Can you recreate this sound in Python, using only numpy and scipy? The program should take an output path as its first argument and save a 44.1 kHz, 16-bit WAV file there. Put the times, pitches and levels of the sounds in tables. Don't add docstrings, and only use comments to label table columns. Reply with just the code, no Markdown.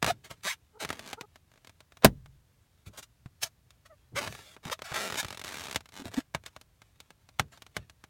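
import sys
import numpy as np
from scipy import signal
from scipy.fft import rfft, irfft, next_fast_len
from scipy.io import wavfile
from scipy.ndimage import uniform_filter1d, map_coordinates

SR = 44100
rng = np.random.default_rng(int(sys.argv[2]) if len(sys.argv) > 2 else 0)


def dump(signal):
    limited = np.clip(np.atleast_2d(signal).T, -1, 1)
    pcm = np.round(limited * 32767).astype(np.int16)
    wavfile.write(sys.argv[1], SR, pcm)


N = 356769

SIZE = 2 ** 14
TIME = np.arange(N) / SR
AGE = np.arange(SIZE) / SR
HZ = np.fft.rfftfreq(SIZE, 1 / SR)
BURST_S = 2.046


def amp(db):
    return 10 ** (np.asarray(db) / 20)


def unit(x):
    return x / np.sqrt(np.mean(x ** 2))


def along(points, hz):
    f, v = np.transpose(points)
    return np.interp(np.log(hz + 1), np.log(f), v)


def add(track, s, sound):
    start = max(round(s * SR), 0)
    track[start:start + len(sound)] += sound[:N - start]


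def filtered(x, gain):
    size = next_fast_len(N + SIZE)
    return irfft(rfft(x, size) * gain(np.fft.rfftfreq(size, 1 / SR)), size)[:N]


def causal(db):
    cepstrum = irfft(np.log(amp(db)))
    cepstrum[1:SIZE // 2] *= 2
    cepstrum[SIZE // 2 + 1:] = 0
    return np.exp(rfft(cepstrum))


def fade(t, t60):
    return np.exp(-np.log(1000) * t / t60)


def treble_share(hz, corner_hz=4200):
    return 1 - 1 / (1 + (hz / corner_hz) ** 4)


def wobble(hz):
    knots = rng.standard_normal(int(N * hz / SR) + 4)
    return map_coordinates(knots, [TIME * hz])


def background(level_db=-66):
    # f/Hz, relative level/dB
    quiet = [(20, -23), (62, 0), (120, -1), (200, -14.5), (400, -21), (1500, -27.5), (16000, -35.5)]
    noise = rng.standard_normal(N)
    return amp(level_db) * unit(filtered(noise, lambda hz: amp(along(quiet, hz))))


def cabin_tail():
    # f/Hz, t60/s
    linger = [(60, 0.2), (130, 0.27), (250, 0.031), (600, 0.077), (14000, 0.054)]
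    hz, t, z = signal.stft(rng.standard_normal(SIZE), SR)
    decay = fade(t, along(linger, hz)[:, None])
    tail = signal.istft(z * decay, SR)[1][:SIZE]
    return rfft(tail / np.linalg.norm(tail))


def bumps(t60=0.19):
    # t/s, rise/s, peak level/dB
    shoves = [(.031, 0.057, -31.5), (.295, 0.005, -43), (2.863, 0.0024, -38), (4.114, .024, -38),
              (4.25, 0.032, -40), (5.221, 0.017, -35), (6.049, .005, -39), (7.399, 0.0017, -40.5),
              (7.768, .0015, -38)]
    # f/Hz, relative level/dB
    thud_spectrum = [(25, -28.5), (60, -7), (130, -1.5), (250, -16), (450, -20.5), (4000, -71)]
    out = np.zeros(N)
    for s, rise, db in shoves:
        swell = (1 - np.exp(-AGE / rise)) ** 2
        push = rng.standard_normal(SIZE) * swell * fade(AGE, t60)
        thud = irfft(rfft(push) * causal(along(thud_spectrum, HZ)))
        add(out, s, amp(db) * thud / np.abs(thud).max())
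    return out


def knocks(t60=0.046, rise_s=0.00053):
    # t/s, f/Hz, level/dB before rise and decay
    judders = [(3.259, 125, -31.5), (4.657, 158, -29.5), (4.917, 134, -34), (5.997, 297, -34.5),
               (6.005, 328, -39), (6.018, 260, -34), (6.044, 374, -40), (6.057, 254, -32)]
    envelope = (1 - np.exp(-AGE / rise_s)) * fade(AGE, t60)
    out = np.zeros(N)
    for s, hz, db in judders:
        add(out, s, amp(db) * envelope * np.sin(2 * np.pi * hz * AGE))
    return out


def burst(blast_db=24.5, tear_t60=0.032, cabin_db=-10, boom_db=-24, blur_hz=16, flap_db=-58, flap_t60=.25):
    # f/Hz, relative level/dB
    blast_spectrum = [(25, -13.5), (60, -1.5), (130, 0.5), (350, 4.5), (700, -1), (1500, -6), (4000, -12.5),
                      (16000, -20)]
    # f/Hz, level/dB relative to boom_db, t60/s
    cabin_modes = [(55.8, -18, 1), (122, -5.5, 0.12), (128, -17, 1), (180, -5.5, .25), (311.5, 2.5, .06)]
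    tear = rng.standard_normal(SIZE) * fade(AGE, tear_t60)
    tear_in_cabin = rfft(tear / np.linalg.norm(tear)) + amp(cabin_db) * cabin_tail()
    blast = irfft(tear_in_cabin * causal(along(blast_spectrum, HZ)))
    boom = np.zeros(SIZE)
    for hz, db, t60 in cabin_modes:
        drift = np.cumsum(rng.standard_normal(SIZE)) * np.sqrt(2 * np.pi * blur_hz / SR)
        phase = 2 * np.pi * hz * AGE + uniform_filter1d(drift, size=512)
        boom += amp(db) * fade(AGE, t60) * np.sin(phase)
    flap = rng.standard_normal(SIZE) * amp(flap_db) * fade(AGE, flap_t60)
    out = np.zeros(N)
    add(out, BURST_S, amp(blast_db) * blast / np.linalg.norm(blast) + amp(boom_db) * boom + flap)
    return out


def surge(level_db=-11, start_hz=1100, end_hz=145, sag_s=0.0028, rise_s=.0007, hold_s=.014, t60=0.024):
    hz = end_hz + (start_hz - end_hz) * np.exp(-AGE / sag_s)
    envelope = (1 - np.exp(-AGE / rise_s)) * fade(np.maximum(AGE - hold_s, 0), t60)
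    swing = np.sin(2 * np.pi * np.cumsum(hz) / SR)
    out = np.zeros(N)
    add(out, BURST_S, amp(level_db) * envelope * swing)
    return out


def squeals(waver=0.05, flutter_db=2, count=3):
    # centre t/s, length/s, start f/Hz, end f/Hz (before the waver),
    # level of the fundamental/dB, step to each next overtone/dB
    tones = [(0.106, 0.032, 663, 723, -23.5, -26), (.485, .026, 1651, 1680, -35, -12),
             (.513, 0.018, 2268, 2350, -29, -18), (.765, 0.082, 450, 413, -54.5, -4.5),
             (1.189, .045, 450, 472, -47.5, -1), (1.242, 0.038, 451, 426, -51.5, -1.5),
             (3.86, 0.021, 602, 620, -58, 1), (3.923, .07, 674, 553, -52, -6.5),
             (4.721, .016, 445, 560, -31.5, -16), (4.73, .014, 860, 1250, -31.5, -11),
             (6.184, 0.03, 230.3, 288, -21, -31)]
    out = np.zeros(N)
    for s, length, start_hz, end_hz, db, overtone_db in tones:
        size = int(length * SR)
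        drift, flutter = unit(uniform_filter1d(rng.standard_normal((2, size)), size=300))
        hz = np.linspace(start_hz, end_hz, size) * (1 + waver * drift)
        phase = 2 * np.pi * np.cumsum(hz) / SR
        tone = sum(amp(k * overtone_db) * np.sin((k + 1) * phase) for k in range(count))
        envelope = np.hanning(size) * unit(amp(flutter_db * flutter))
        add(out, s - length / 2, amp(db) * envelope * tone)
    return out


def skin(near_t60=.024, near_db=2.5, cavity_db=8, cabin_db=-6, bend_cycles=.6, dent=0.04):
    # f/Hz, width/Hz (both before denting), level/dB relative to cavity_db
    cavity = [(275, 55, -2.5), (408, 110, -5), (640, 35, -2.5), (880, 37, -7), (1121, 40, -8.5),
              (1360, 50, -8.5), (1645, 70, -4.5), (2230, 55, -5), (3660, 80, -9)]
    # f/Hz, relative level/dB
    latex = [(30, -32.5), (70, 3), (130, 2.5), (300, -4.5), (700, 0.5), (1400, 0), (3800, -4), (5000, -9),
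             (6500, -9.5), (9000, -14.5), (16000, -23.5)]
    chirp = np.exp(-2j * np.pi * bend_cycles * np.log(1 + HZ / 250))
    near = rng.standard_normal(SIZE) * fade(AGE, near_t60) * (1 - fade(AGE, 0.0048))
    hz = HZ * np.exp(dent * rng.standard_normal())
    air = sum(amp(db) * 1j * hz * w / (c * c - hz * hz + 1j * hz * w) for c, w, db in cavity)
    echoes = amp(near_db) * rfft(near / np.linalg.norm(near)) + amp(cabin_db) * cabin_tail()
    response = chirp * (1 + echoes + amp(cavity_db) * air) * causal(along(latex, HZ))
    mids = (HZ > 500) & (HZ < 4500)
    return response / np.sqrt(np.mean(np.abs(response * mids) ** 2))


def creaks(jitter=.035, scatter_db=2, treble_scatter_db=2):
    # t/s, length/s, start rate/Hz, end rate/Hz, relative level/dB, treble/dB (both before scatter)
    runs = [(1.0603, .06, 59.63, 109.5, -55.5, 7), (1.517, .065, 45.9, 56.93, -62.5, -1),
            (5.446, .065, 84.56, 104.8, -48.5, 3.5), (5.5554, .092, 66.08, 111.8, -46, 5),
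            (5.6561, .058, 74.65, 69.85, -45.5, 3.5), (5.857, 0.0738, 26.13, 40.16, -56, 3)]
    rows = []
    for s, length, start_hz, end_hz, db, treble_db in runs:
        t = np.arange(0, length, 1 / SR)
        rate = start_hz * (end_hz / start_hz) ** (t / length)
        at = np.flatnonzero(np.diff(np.floor(np.cumsum(rate) / SR), prepend=-1))
        late, strong, bright = rng.standard_normal((len(at), 3)).T
        times = s + t[at] + jitter * late / rate[at]
        rows += zip(times, db + scatter_db * strong, treble_db + treble_scatter_db * bright)
    return rows


def slips(level_db=27, lead_db=-23, lead_s=0.0078):
    # t/s, level/dB relative to level_db, treble/dB
    single_slips = [(0.0271, -24.5, -3), (0.0447, -28, -1), (0.0638, -31, 1.5), (0.0742, -32.5, -7),
                    (0.3117, -45.5, -5), (0.8489, -34.5, -1.5), (0.8905, -43.5, 4), (0.9035, -31.5, -4),
                    (0.9285, -41.5, 0), (0.9935, -43.5, 3), (1.1306, -37.5, 1), (1.2106, -41.5, 1.5),
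                    (1.3582, -54, 0), (1.6471, -57.5, 4), (1.6722, -55.5, 5.5), (1.695, -56.5, 1.5),
                    (1.8051, -55.5, 2.5), (1.9214, -57, -1), (1.9709, -55.5, 2.5), (2.0235, -48, -3.5),
                    (2.2595, -56, -2), (2.8635, -60, -13), (3.2595, -53.5, -7.5), (3.706, -63.5, 9.5),
                    (4.2749, -38.5, -0.5), (4.3248, -47.5, 3.5), (4.3504, -46.5, 1.5),
                    (4.3905, -51.5, -1.5), (4.5653, -48.5, -10.5), (4.653, -46, 3.5), (4.6987, -39, -4.5),
                    (4.7918, -47.5, -4), (4.8199, -39, -2), (4.919, -40, -5), (4.925, -40, -4),
                    (5.1005, -38, -0.5), (5.1235, -36.5, 0), (5.143, -38.5, 0.5), (5.156, -39, 1.5),
                    (5.2295, -40.5, 1.5), (5.2472, -38.5, 1), (5.2835, -47.5, 8), (5.3055, -42, 1.5),
                    (5.327, -44, 2), (5.3465, -49.5, 3), (5.3735, -46, 4.5), (5.395, -47.5, 6),
                    (5.4152, -44, 3.5), (5.4395, -48, 6.5), (5.5225, -44, 2), (5.5425, -44, 4),
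                    (5.7275, -44.5, 5.5), (5.7465, -42, 3.5), (5.7596, -30, 4), (5.8069, -53, 2),
                    (6.0552, -46.5, 2), (6.1421, -45, 4), (6.3481, -28, -5.5), (6.4378, -57.5, -0.5),
                    (6.4622, -48.5, 9.5), (6.5637, -45.5, -2.5), (6.6132, -58.5, 8.5), (6.8186, -55.5, 2),
                    (7.003, -54.5, 9), (7.1051, -53, -0.5), (7.2895, -58, 3), (7.3961, -22.5, -1.5),
                    (7.5746, -57, 2), (7.6211, -51.5, 5.5), (7.6653, -55, 3), (7.7666, -32, -1),
                    (7.8973, -55, 4), (8.0397, -50.5, -0.5)]
    out = np.zeros(N)
    for s, db, treble_db in [*single_slips, *creaks()]:
        lead = rng.standard_normal(SIZE) * (AGE < lead_s)
        snap = np.exp(-2j * np.pi * HZ * lead_s)
        force = snap + amp(lead_db) * rfft(lead / np.linalg.norm(lead))
        brightness = causal(treble_db * treble_share(HZ, corner_hz=2560))
        add(out, s - lead_s, amp(db + level_db) * irfft(force * skin() * brightness))
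    return out


def strokes(graze_hz=300, graze_db=-80, graze_swing_db=3.5, graze_rough=0.78, graze_treble_db=4,
            graze_body_db=0, rise_db_per_s=2100.5, fall_db_per_s=1350):
    # t/s, length/s, start rate/Hz, end rate/Hz (before the waver), drive level/dB,
    # swell over the stroke/dB, roughness (0 regular, about 1 dry), treble/dB, body/dB (before thinning)
    rubber_strokes = [ (0.076, .032, 258.8, 700, -29.5, -1, .1, 1, 1),
                      (.246, .035, 598.4, 501.7, -46, -15, .8, 3.5, 1),
                      (.305, .04, 399.9, 501.7, -44, -21, .7, 5, 1.5),
                      (.436, .012, 400.2, 301.6, -46, 9, .6, 6, -9),
                      (.45, .018, 183.6, 189.8, -34, -1, .05, 4, -1.5),
                      (.469, .011, 519.8, 831, -31, 0, .05, 3, -0.5),
                      (.481, .029, 830, 979.6, -31, -2, .2, 2, -22),
                      (.512, .021, 1148, 897.9, -34, -4, .22, 2, -12),
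                      (.803, .032, 801.6, 219.9, -41, 4.5, .2, 3, 3.5),
                      (.865, .28, 209.7, 110.1, -54.5, 2.5, .4, 1, 1.5),
                      (2.036, .01, 500.3, 499.2, -34, 7, .3, -14.5, 11),
                      (2.864, .018, 901.6, 899.7, -56, -1, 0.9, 9.5, 2.5),
                      (2.935, .035, 599, 698, -61, 2, .6, 5.5, 10.5),
                      (2.978, .016, 1203, 1407, -48, -1, 0.8, 14, 12.5),
                      (3.029, .004, 900.6, 896.6, -50, -1, .6, 12, 0),
                      (3.419, .004, 1295, 1301, -47, 1, .4, 13, 3),
                      (3.429, .007, 1404, 1404, -35, 1, 0.6, 15.5, 7.5),
                      (3.445, .024, 679, 641.1, -50, -1, 0.2, 11.5, 5),
                      (3.859, .006, 620, 631.2, -55, 0, .2, 4, -3),
                      (4.161, .03, 479.5, 570.9, -33, 4, .12, 0.5, 5.5),
                      (4.195, .085, 331.2, 399.4, -39, -3, .45, 1, 4.5),
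                      (4.288, .26, 599.2, 900.9, -54, -5, .85, 7.5, 3.5),
                      (4.635, .05, 300.2, 248.9, -55, 10, .4, 1, 7.5),
                      (4.716, .014, 418.8, 619.2, -36, 4, .1, 3, -1),
                      (4.844, .02, 799.5, 648.2, -45, 2, .1, 3, 1),
                      (4.865, .017, 700.8, 921, -44, -1, .1, -1, -1),
                      (4.885, .034, 560.7, 301.2, -44, 2, .15, -1.5, -0.5),
                      (4.941, .045, 234.3, 215.6, -33.5, 1, .25, 0, -0.5),
                      (4.985, .105, 215.9, 190.3, -34, -4.5, .22, 3, 0),
                      (5.105, .06, 169.7, 200.3, -47, 2.5, .45, 3.5, -1),
                      (5.174, .032, 259.7, 929.2, -33, 1, .2, 7.5, 0),
                      (5.22, .14, 199.8, 199.7, -51, -5, .5, 2, -4),
                      (5.46, .29, 219.8, 201.2, -45.5, -9, .45, 2.5, -4.5),
                      (5.935, 0.052, 99.8, 100.4, -54, 5, .35, 6.5, 4.5),
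                      (5.985, .035, 100, 100.1, -51, -1, .3, 6, 7),
                      (6.045, .04, 139.9, 94.7, -49.5, 0, .3, 3.5, 1),
                      (6.115, .048, 169.7, 190, -52.5, 4, .5, 3, 3),
                      (6.17, .035, 230.8, 291, -39.5, -6.5, .35, 3, 2.5),
                      (6.463, .02, 500.8, 497.5, -47, -8.5, .6, 2, 0),
                      (7.523, .06, 599.8, 596.6, -54.5, -13, 1.1, 2.5, 2.5),
                      (7.749, 0.1, 188.9, 120, -56.5, -14.5, 0.9, -3, -2)]
    grip = np.outer([graze_hz, graze_db, graze_rough, graze_treble_db, graze_body_db], np.ones(N))
    grip[1] += graze_swing_db * wobble(hz=14)
    for s, length, start_hz, end_hz, db, swell_db, rough, treble_db, body_db in rubber_strokes:
        first = max(int(s * SR) - SIZE // 2, 0)
        last = min(int((s + length) * SR) + SIZE // 2, N)
        near = np.arange(first, last)
        t = TIME[near] - s
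        done = np.clip(t / length, 0, 1)
        rate = start_hz * (end_hz / start_hz) ** done
        rise = rise_db_per_s * np.maximum(-t, 0)
        fall = fall_db_per_s * np.maximum(t - length, 0)
        level = db + swell_db * done - rise - fall
        stroke = np.broadcast_arrays(rate, level, rough, treble_db, body_db)
        grip[:, near] = np.where(level > grip[1, near], stroke, grip[:, near])
    return grip


def through_skin(drive, travel_s=.08):
    out, hop = np.zeros(N), int(travel_s * SR)
    padded, window = np.pad(drive, (0, 2 * hop)), np.hanning(2 * hop)
    for start in range(0, N - hop, hop):
        piece = padded[start:start + 2 * hop] * window
        add(out, start / SR, irfft(rfft(piece, SIZE) * skin(near_db=0.5)))
    return out


def rubbing(jitter=.5, waver=.04, scatter_db=7, hiss=0.97, slide=0.23, catch=0.26, thin_hz=680):
    rate, db, rough, treble_db, body_db = strokes()
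    rate = rate * np.exp(waver * unit(uniform_filter1d(rng.standard_normal(N), size=600)))
    at = np.flatnonzero(np.diff(np.floor(np.cumsum(rate) / SR)))
    late, strong, held = rng.standard_normal((len(at), 3)).T
    spacing = SR / rate[at]
    size = np.sqrt(spacing) * amp(scatter_db * rough[at] * (strong - rough[at]))
    release = at + jitter * rough[at] * spacing * late
    regrip = release + slide * spacing * np.exp(rough[at] * held)

    def train(times):
        return np.bincount(np.clip(times, 0, N - 1).astype(int), size, N)

    pulses = (train(release) - catch * train(regrip)) / np.hypot(1, catch)
    pulses = pulses - uniform_filter1d(pulses, size=256)
    share = np.clip(hiss * rough ** 2, 0, 1)
    drive = amp(db) * (np.sqrt(1 - share) * pulses + np.sqrt(share) * rng.standard_normal(N))
    drive = drive + (amp(treble_db) - 1) * filtered(drive, treble_share)
    body = thin_hz / (rate + thin_hz) * amp(body_db)
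    lows = filtered(drive, lambda hz: 1 - treble_share(hz, corner_hz=1120))
    return through_skin(drive + (body - 1) * lows)


def scene():
    seat = bumps() + knocks()
    bang = burst() + surge()
    rubber = squeals() + slips() + rubbing()
    return (background() + seat + bang + rubber)[None]


def record(dry, ceiling=0.56, top_hz=16300):
    clipped = dry[0] / (1 + np.abs(dry[0] / ceiling) ** 6) ** (1 / 6)
    return filtered(clipped, lambda hz: hz < top_hz)[None]


dry = scene()
out = record(dry)
dump(out)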